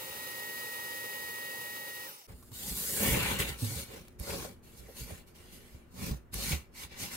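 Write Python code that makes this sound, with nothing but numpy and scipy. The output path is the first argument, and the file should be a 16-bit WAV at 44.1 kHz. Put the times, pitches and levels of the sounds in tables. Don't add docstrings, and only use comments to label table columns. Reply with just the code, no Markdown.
import sys
import numpy as np
from scipy import signal
from scipy.fft import rfft, irfft
from scipy.io import wavfile
from scipy.ndimage import uniform_filter1d

SR = 44100
rng = np.random.default_rng(int(sys.argv[2]) if len(sys.argv) > 2 else 0)


def store_pcm(level_fs):
    pcm = np.round(np.clip(level_fs, -1, 1) * 32767).astype(np.int16)
    wavfile.write(sys.argv[1], SR, np.atleast_2d(pcm).T)


N = 315756
TIME = np.arange(N) / SR
BINS = np.fft.rfftfreq(N, 1 / SR)

# multiple of the shaft speed, base rms level in dB, left-right difference in dB.
MOTOR_LINES = [(1, -48, -1), (2, -62.5, 4), (3, -86, 20), (5, -88, -7), (6, -65, -1), (8, -60, -9),
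               (9, -44, 2)]
# time in seconds, level of the rushing air in dB,
# level of the shaft line in dB (used relative to its mean).
SUCTION_CURVE = [(0.0, -46.5, -60.5), (0.2, -45.5, -53), (0.46, -46.5, -48), (0.93, -45.5, -48),
                 (1.46, -47, -47.5), (2.02, -48, -51), (2.06, -49, -54)]
# frequency in Hz, relative density in dB per Hz.
AIR_SPECTRUM = [(25, -56), (45, -27), (75, -18.5), (160, -17), (250, -18), (520, -10.5), (700, -15),
                (900, -16.5), (1500, -16.5), (2300, -17), (3600, -18), (7800, -21.5), (9500, -17.5),
                (12500, -18), (15700, -18.5)]
# frequency in Hz, width in Hz, change of level in dB.
WAND_MODES = [(590, 53, 4), (684, 137, -11), (900, 350, 4), (1090, 91, -5), (1282, 54, 7.5),
              (1540, 330, -3.5), (2840, 114, 6), (3760, 270, 2), (5800, 98, -9.5)]
# frequency in Hz, then left-right likeness (clipped to
# 0..1) in the first list, lead of the left in radians in the second, left-right difference in dB in the third.
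AIR_IMAGE = ([(60, 1.9), (200, 2.16), (500, 1.35), (1400, 0.66), (3000, 0.63), (6000, 0.24), (8000, -0.9),
             (12000, 0.9)], [(20, 0.5), (300, -.5), (860, -1.5), (1120, -2.5), (1460, -2), (1810, -4.5),
             (2070, -5), (3100, -8.5), (3880, -10.5), (5860, -15.5), (6890, -16), (8100, -19), (10400, -11),
             (16300, -12.5)], [(60, -2), (110, -1), (200, -0.5), (380, 0), (700, -4), (1290, -2.5),
             (2380, 0.5), (4400, 0), (8120, 0), (15000, -.5)])
# start in seconds, length until the hand lets up in seconds, rise in seconds,
# fall in seconds, hiss at the stroke's end in dB, swell along the stroke in dB, scrape against the hiss in dB,
# groan against the hiss in dB (before a common cut), left-right difference in dB.
RUB_STROKES = [ (2.273, 0.056, 0.02, 0.026, -67.5, -0.5, 0, 8.5, -0.5),
               (2.34, 0.15, 0.01, .04, -63, 2, -19, -24, -2),
               (2.505, 0.2, 0.046, 0.11, -39.5, 9.5, -15.5, -14.5, -0.5),
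               (2.713, .42, 0.066, 0.042, -34, 4, -13.5, -18, -0.5),
               (2.922, 0.4, 0.13, 0.11, -41.5, -2.5, 3.5, -1, 0.5),
               (3.385, 0.036, 0.017, 0.076, -38.5, -8, -2.5, -7.5, -0.5),
               (3.455, 0.041, 0.034, 0.069, -43, 0, -1, -6, 0),
               (3.559, 0.24, 0.045, 0.084, -42.5, 5.5, -9, -12.5, 0.5),
               (3.849, 0.069, 0.1, 0.14, -62, -1, 6.5, 9.5, -1.5),
               (4.186, 0.1, 0.0097, .05, -47.5, 8, -8.5, -6, -1.5),
               (4.255, 0.18, 0.041, 0.084, -48.5, -2.5, -6, -1, 0),
               (4.62, 0.35, 0.02, 0.066, -62, 5, -5.5, -3.5, -1.5),
               (4.75, 0.047, .025, 0.018, -57, 5, -31, -17, -3),
               (4.94, 0.062, 0.038, 0.12, -48, 2.5, -10, -11.5, 0),
               (5.04, 0.14, 0.072, 0.069, -62, -12, -2, 0.5, -0.5),
               (5.265, 0.025, 0.022, 0.071, -67, -13, -6, -5, -3),
               (5.335, 0.41, 0.023, 0.15, -67.5, -3.5, -1.5, -6, -1.5),
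               (5.5, 0.064, 0.037, 0.065, -59.5, -4, -12, -5, -2.5),
               (5.924, 0.16, .12, 0.073, -48, 2.5, -5, 1.5, -1.5),
               (6.32, 0.2, 0.02, 0.073, -37.5, 10, -7.5, -8, -0.5),
               (6.728, 0.11, 0.049, 0.044, -49.5, 5.5, -1.5, -12, -2),
               (6.87, 0.097, 0.054, .04, -68, 2.5, 13, 5.5, 0),
               (6.955, 0.073, 0.055, 0.11, -42.5, 5.5, -4, -10, -1),
               (7.07, 0.079, 0.067, .05, -46, 2.5, -1.5, -5, 0), ]
# frequency in Hz, relative density in dB per Hz.
HISS_SPECTRUM = [(1500, -25), (3200, -7), (4300, -1.5), (5500, -4), (7800, -2), (10500, -0.5),
                 (13000, -0.5), (15700, -5.5)]
SCRAPE_SPECTRUM = [(400, -33), (750, -8.5), (1010, -1.5), (1220, -7), (1520, -2.5), (1800, -4), (2300, 0),
                   (3000, -1), (3800, -7.5), (6000, -13), (12000, -36)]
GROAN_SPECTRUM = [(20, -25), (50, 9), (100, 7), (135, 6), (195, 5.5), (270, 1), (335, -3), (465, 0.5),
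                  (620, -8.5), (900, -7), (2000, -16.5)]
# frequency in Hz, then left-right likeness
# in the first list, lead of the left in radians in the second, left-right difference in dB in the third.
RUB_IMAGE = ([(60, 0.9), (250, 0.96), (500, 0.22), (2000, 0.21), (6500, 0.11), (10000, 0.24)], [(20, -1.5),
             (500, 0.32), (16000, .5)], [(60, 2), (110, -4), (200, 2.5), (380, 1), (700, -2.5), (1290, 1),
             (2380, 1.5), (4400, 2.5), (8120, 0.7), (15000, -3)])
# start in seconds, treble tilt in dB per octave, hollow resonance in Hz,
# its level in dB, cancelled band in Hz, its level in dB, case resonance in dB.
HAND_HOLDS = [(2.28, 1, 8600, 0, 5800, -5, 0), (2.76, 4, 7960, 1.5, 5600, -1.5, 8),
              (3.2, -0.3, 3210, -0.5, 5260, -6, 5.5), (3.56, -1, 9300, 2, 2720, -1.5, 5),
              (4.15, -1.5, 1050, 2, 2830, -4, 7), (4.56, -0.5, 10500, 0.5, 2700, 0.5, 7),
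              (5.9, -2, 1650, -2, 3120, -4.5, -1.5)]
# time in seconds, lower-mode level in dB, settled pitch in Hz, swell in seconds,
# t60 of the lower mode in seconds, upper mode against the lower in dB.
CASE_BUMPS = [(2.297, -43, 106, 0.0065, 0.075, -22), (2.333, -42.5, 57, 0.0035, 0.23, -22),
              (2.509, -42.5, 108, 0.018, 0.089, -13), (2.704, -34.5, 53.6, 0.014, 0.11, -19),
              (3.0, -39.5, 89.3, 0.021, 0.47, 9), (3.102, -26, 56.3, 0.013, 0.16, -22),
              (3.122, -29, 121.4, 0.0091, 0.31, -11), (3.281, -35, 62.6, 0.0073, 0.52, -5.5),
              (3.415, -35.5, 56.5, .007, 0.48, -11), (3.495, -36.5, 62, 0.0094, 0.27, -5.5),
              (3.617, -26.5, 105.2, 0.014, 0.34, -9), (3.691, -38.5, 124, 0.025, 0.42, -10),
              (3.755, -36, 70, 0.011, 0.24, -5.5), (4.202, -28.5, 58.6, 0.0079, 0.072, -15),
              (4.786, -47.5, 57.6, 0.012, 0.61, -9), (5.008, -38.5, 54.5, .008, 0.29, -5),
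              (5.117, -36, 82, 0.0052, 0.094, -12), (5.742, -40, 66.6, .007, 0.1, -22),
              (6.11, -26, 60, 0.0029, .21, -2), (6.344, -34.5, 52, 0.017, 0.41, -18),
              (6.507, -29, 138, 0.0021, 0.087, -12), (6.523, -25, 71.5, 0.012, .17, -9.5),
              (6.844, -43, 72, 0.0078, 0.081, -11)]
# time in seconds, level in dB (before a common cut), ring in Hz,
# ring against the snap in dB, t60 of the envelope in seconds.
WRAP_SNAGS = [(2.426, -48, 1080, -2, 0.063), (2.517, -44, 900, 0, 0.046), (3.046, -35, 2250, 9, 0.043),
              (3.142, -28, 2280, 9, 0.052), (3.388, -24, 2700, -14, .05), (3.402, -28, 2800, 3, 0.048),
              (3.421, -29, 2610, 7.5, 0.06), (4.082, -37.5, 5070, -17, 0.015),
              (4.198, -38.5, 11600, 10, 0.019), (4.303, -33, 2220, 3.5, 0.063),
              (4.448, -46, 503, 19.5, 0.057), (4.884, -60.5, 497, 21.5, 0.13),
              (5.099, -43.5, 616, 10.5, 0.074), (6.341, -24.5, 10800, -0.5, 0.027),
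              (6.519, -35, 2400, 10, 0.13)]
# frequency in Hz, relative density in dB per Hz.
ROOM_SPECTRUM = [(25, -5), (60, 3), (130, -4.5), (228, -8), (283, -13.5), (351, -9), (767, -20.5),
                 (1500, -22.5), (2400, -30.5), (5000, -44), (15700, -42)]
# frequency in Hz, mean rms level in dB.
HUM_LINES = [(242, -68.5), (360.7, -70.5)]

SHAFT_HZ, RELEASE_S, BREAK_S = 1899.0, 2.066, 2.271
SHAFT_DROP, SHAFT_REMNANT = 22, 0.34
BLADE_REMNANT_DB = -38
RISE_DB, RISE_POWER, FALL_POWER = 22, 1.59, 1.19
LEAD_S = .15
CASE_HZ = 497
CASE_LINGER = 1.35
CROSS_S = 4.56
LAG_BEFORE_MS, LAG_AFTER_MS = -0.12, 0.457
UPPER_RATIO, UPPER_LIFE = 2.25, 0.63
ROOM_DB = -58.5
EDGE_HZ = 15800


def vacuum():
    speed = motor_speed()
    out = rushing_air(speed) + whistle() + motor_whine(speed)
    return out * np.clip((BREAK_S - TIME) / .004, 0, 1)


def motor_speed(drag_s=.162, stop_s=.75):
    coast = np.maximum(TIME - RELEASE_S, 0)
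    return np.maximum(1 - coast / stop_s, 0) / (1 + coast / drag_s)


def rushing_air(speed):
    air_db, _ = curves(SUCTION_CURVE)
    pipe_db = sum(db * np.exp(-2 * ((BINS - hz) / width) ** 2) for hz, width, db in WAND_MODES)
    colour_db = read(AIR_SPECTRUM) + pipe_db + 2 * ripple(22)
    air = noise(colour_db, AIR_IMAGE, (2200, 15000)) * amp(air_db + 0.68 * wander(25))
    roar = signal.sosfiltfilt(signal.butter(2, 1000, fs=SR, output="sos"), air)
    flow = np.minimum(1.1 * speed, 1)
    wavering_roar = roar * amp(0.5 * wander(8.8))
    return (air - roar) * flow ** 1.57 + wavering_roar * flow ** 2.0


def whistle():
    peak = signal.iirpeak(5550, 12, fs=SR)
    breath = unit(signal.lfilter(*peak, rng.standard_normal((2, N))))
    return amp(-58) * breath * np.interp(TIME, [1.8, 2.1, 2.27], [0, 1, .5])


def motor_whine(speed):
    _, shaft_db = curves(SUCTION_CURVE)
    turns = np.cumsum(SHAFT_HZ * speed * (1 + 0.00094 * wander(15))) / SR
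    lag_turns = 0.00043 * SHAFT_HZ * speed
    sweep_db = 4 * wander(45) * np.minimum(4 * (1 - speed), 1)
    out = np.zeros((2, N))
    for order, db, side_db in MOTOR_LINES:
        if order == 1:
            coasting = (1 - SHAFT_REMNANT) * speed ** SHAFT_DROP + SHAFT_REMNANT * speed
            level = amp(db + shaft_db - shaft_db.mean()) * coasting
        else:
            level = amp(db + 2 * wander(20)) * (speed ** 4 + amp(BLADE_REMNANT_DB))
        lag = lag_turns * order * (order < 4)
        line = np.sin(2 * np.pi * np.array([order * turns - lag, order * turns]))
        out += np.sqrt(2) * level * amp(sweep_db) * line * amp([[side_db / 2], [-side_db / 2]])
    return out


def rubbing():
    sliding, pressing, groaning = stroke_levels()
    treble, middle, bass = (4500, 15500), (900, 3500), (280, 750)
    judder = wander(50)
    hiss = noise(read(HISS_SPECTRUM) + 2.2 * ripple(35), RUB_IMAGE, treble, grit=0.16)
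    hiss = hiss * sliding * amp(0.34 * judder)
    scrape = noise(read(SCRAPE_SPECTRUM) + 3.34 * ripple(35), RUB_IMAGE, middle, grit=0.17)
    scrape = scrape * pressing * amp(0.7 * judder)
    groan = noise(read(GROAN_SPECTRUM) + 4.7 * ripple(25), RUB_IMAGE, bass)
    groan = groan * groaning * amp(-3.5 + 1.75 * judder)
    return gripped(hiss + scrape + groan)


def stroke_levels():
    power = np.zeros((3, 2, N))
    t = np.arange(SR) / SR - LEAD_S
    for s, length, rise, fall, db, swell_db, scrape_db, groan_db, pan_db in RUB_STROKES:
        before = np.maximum(1 - t / rise, 0)
        after = np.maximum(t - length, 0) / fall
        slide_db = swell_db * (np.minimum(t / length, 1) - 1)
        push = amp(db - RISE_DB * before ** RISE_POWER + slide_db)
        push = push * amp([[pan_db / 2], [-pan_db / 2]])
        for part, part_db, linger in zip(power, (0, scrape_db, groan_db), (1, CASE_LINGER, CASE_LINGER)):
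            fall_db = 20 * (after / linger) ** FALL_POWER
            add(part, s - LEAD_S, (push * amp(part_db - fall_db)) ** 2)
    return np.sqrt(power)


def gripped(x, patchy_db=2.76, resonance_octaves=0.21, cancel_octaves=0.18):
    hz, t, z = signal.stft(x, SR, nperseg=512, noverlap=384)
    rows = np.array(HAND_HOLDS)
    held = rows[np.maximum(np.searchsorted(rows[:, 0], t) - 1, 0)]
    tilt, peak_hz, peak_db, dip_hz, dip_db, case_db = held[:, 1:].T
    hz = hz[:, None] + 1
    db = tilt * np.maximum(np.log2(hz / 9000), -1) * np.clip(hz / 4500, 0, 1)
    bells = ((peak_hz, peak_db, resonance_octaves), (dip_hz, dip_db, cancel_octaves), (CASE_HZ, case_db, .4))
    for centre, height, octaves in bells:
        db += height * np.exp(-(np.log2(hz / centre) / octaves) ** 2)
    patches = uniform_filter1d(rng.standard_normal(db.shape), size=3, axis=0)
    patches = uniform_filter1d(patches, size=22, axis=1)
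    z = z * amp(uniform_filter1d(db, size=20, axis=1) + patchy_db * unit(patches))
    lag_ms = np.where(t < CROSS_S, LAG_BEFORE_MS, LAG_AFTER_MS)
    z[0] *= np.exp(-2j * np.pi * hz * lag_ms / 1000)
    return signal.istft(z, SR, nperseg=512, noverlap=384)[1][:, :N]


def thuds(settle_s=0.013, tight=.25, rattle_db=-14):
    out = np.zeros((2, N))
    t = np.arange(SR // 2) / SR
    low = signal.butter(2, 260, fs=SR)
    for s, db, hz, swell, t60, upper_db in CASE_BUMPS:
        turns = np.cumsum(hz * (1 + tight * np.exp(-t / settle_s))) / SR
        decay_db = -60 * np.maximum(t - swell, 0) / t60
        rattle = amp(rattle_db) * unit(signal.lfilter(*low, rng.standard_normal((2, len(t)))))
        lower = amp(decay_db) * (np.sin(2 * np.pi * turns) + rattle)
        upper = amp(upper_db + decay_db / UPPER_LIFE) * np.sin(2 * np.pi * UPPER_RATIO * turns)
        add(out, s, amp(db) * np.minimum(t / swell, 1) * (lower + upper))
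    return out * amp([[-1.5], [1.5]])


def snags():
    out = np.zeros((2, N))
    t = np.arange(SR // 5) / SR
    for s, db, hz, ring_db, t60 in WRAP_SNAGS:
        shared, left, right = rng.standard_normal((3, len(t)))
        snap = unit(shared + 0.69 * np.array([left, right]))
        mode = signal.iirpeak(hz, 2.2, fs=SR)
        ring = unit(signal.lfilter(*mode, signal.lfilter(*mode, snap)))
        envelope = amp(db - 8 - 60 * t / t60) * np.minimum(t / .0004, 1)
        add(out, s, envelope * (snap + amp(ring_db) * ring))
    return out


def room():
    hum = np.zeros(N)
    for hz, db in HUM_LINES:
        phase = 2 * np.pi * hz * TIME + 1.5 * wander(6.8)
        hum += amp(db + 2 * wander(1.8)) * np.sqrt(2) * np.sin(phase)
    return amp(ROOM_DB) * noise(read(ROOM_SPECTRUM), RUB_IMAGE) + hum


def noise(colour_db, ports, band=(0, SR), grit=0):
    size = np.exp(grit * wander(1000)) if grit else 1
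    a, b = rfft(rng.standard_normal((2, N)) * size)
    same, phase, side_db = (read(p) for p in ports)
    same = np.clip(same, 0, 1)
    right = (same * a + np.sqrt(1 - same ** 2) * b) * np.exp(-1j * phase)
    z = np.array([a * amp(side_db / 2), right * amp(-side_db / 2)]) * amp(colour_db)
    mid = irfft(z.mean(0) * (BINS > band[0]) * (BINS < band[1]), N)
    return irfft(z, N) / mid.std()


def ripple(spacing_hz):
    heights = rng.standard_normal(len(BINS))
    return np.interp(BINS / spacing_hz, np.arange(len(BINS)), heights) * np.minimum(BINS / 700, 1)


def wander(hz):
    step = max(int(SR / hz / 8), 1)
    coarse = TIME[::step]
    smooth = signal.lfilter(*signal.butter(2, 2 * hz * step / SR), rng.standard_normal(N))
    return unit(np.interp(TIME, coarse, smooth[-len(coarse):]))


def amp(db):
    return 10 ** (np.asarray(db) / 20)


def unit(x):
    return x / np.sqrt(np.mean(x ** 2) + 1e-20)


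def read(points):
    hz, value = np.transpose(points)
    return np.interp(np.log(BINS + 1), np.log(hz + 1), value)


def curves(rows):
    s, *columns = np.transpose(rows)
    return [np.interp(TIME, s, c) for c in columns]


def add(mix, s, sound):
    part = mix[:, round(s * SR):][:, :sound.shape[-1]]
    part += sound[..., :part.shape[-1]]


def scene():
    unpacking = np.clip((TIME - BREAK_S) / 0.0063, 0, 1)
    return vacuum() + unpacking * (rubbing() + thuds() + snags() + room())


def record(dry):
    mid, side = dry.mean(0), (dry[0] - dry[1]) / 2
    side = irfft(rfft(side) * np.interp(BINS, [7500, 10000, 12000], [1, .35, 0]), N)
    taps = signal.firwin(801, EDGE_HZ, window=("kaiser", 9), fs=SR)
    return signal.oaconvolve(np.array([mid + side, mid - side]), taps[None], "same", axes=1)


dry = scene()
out = record(dry)
store_pcm(out)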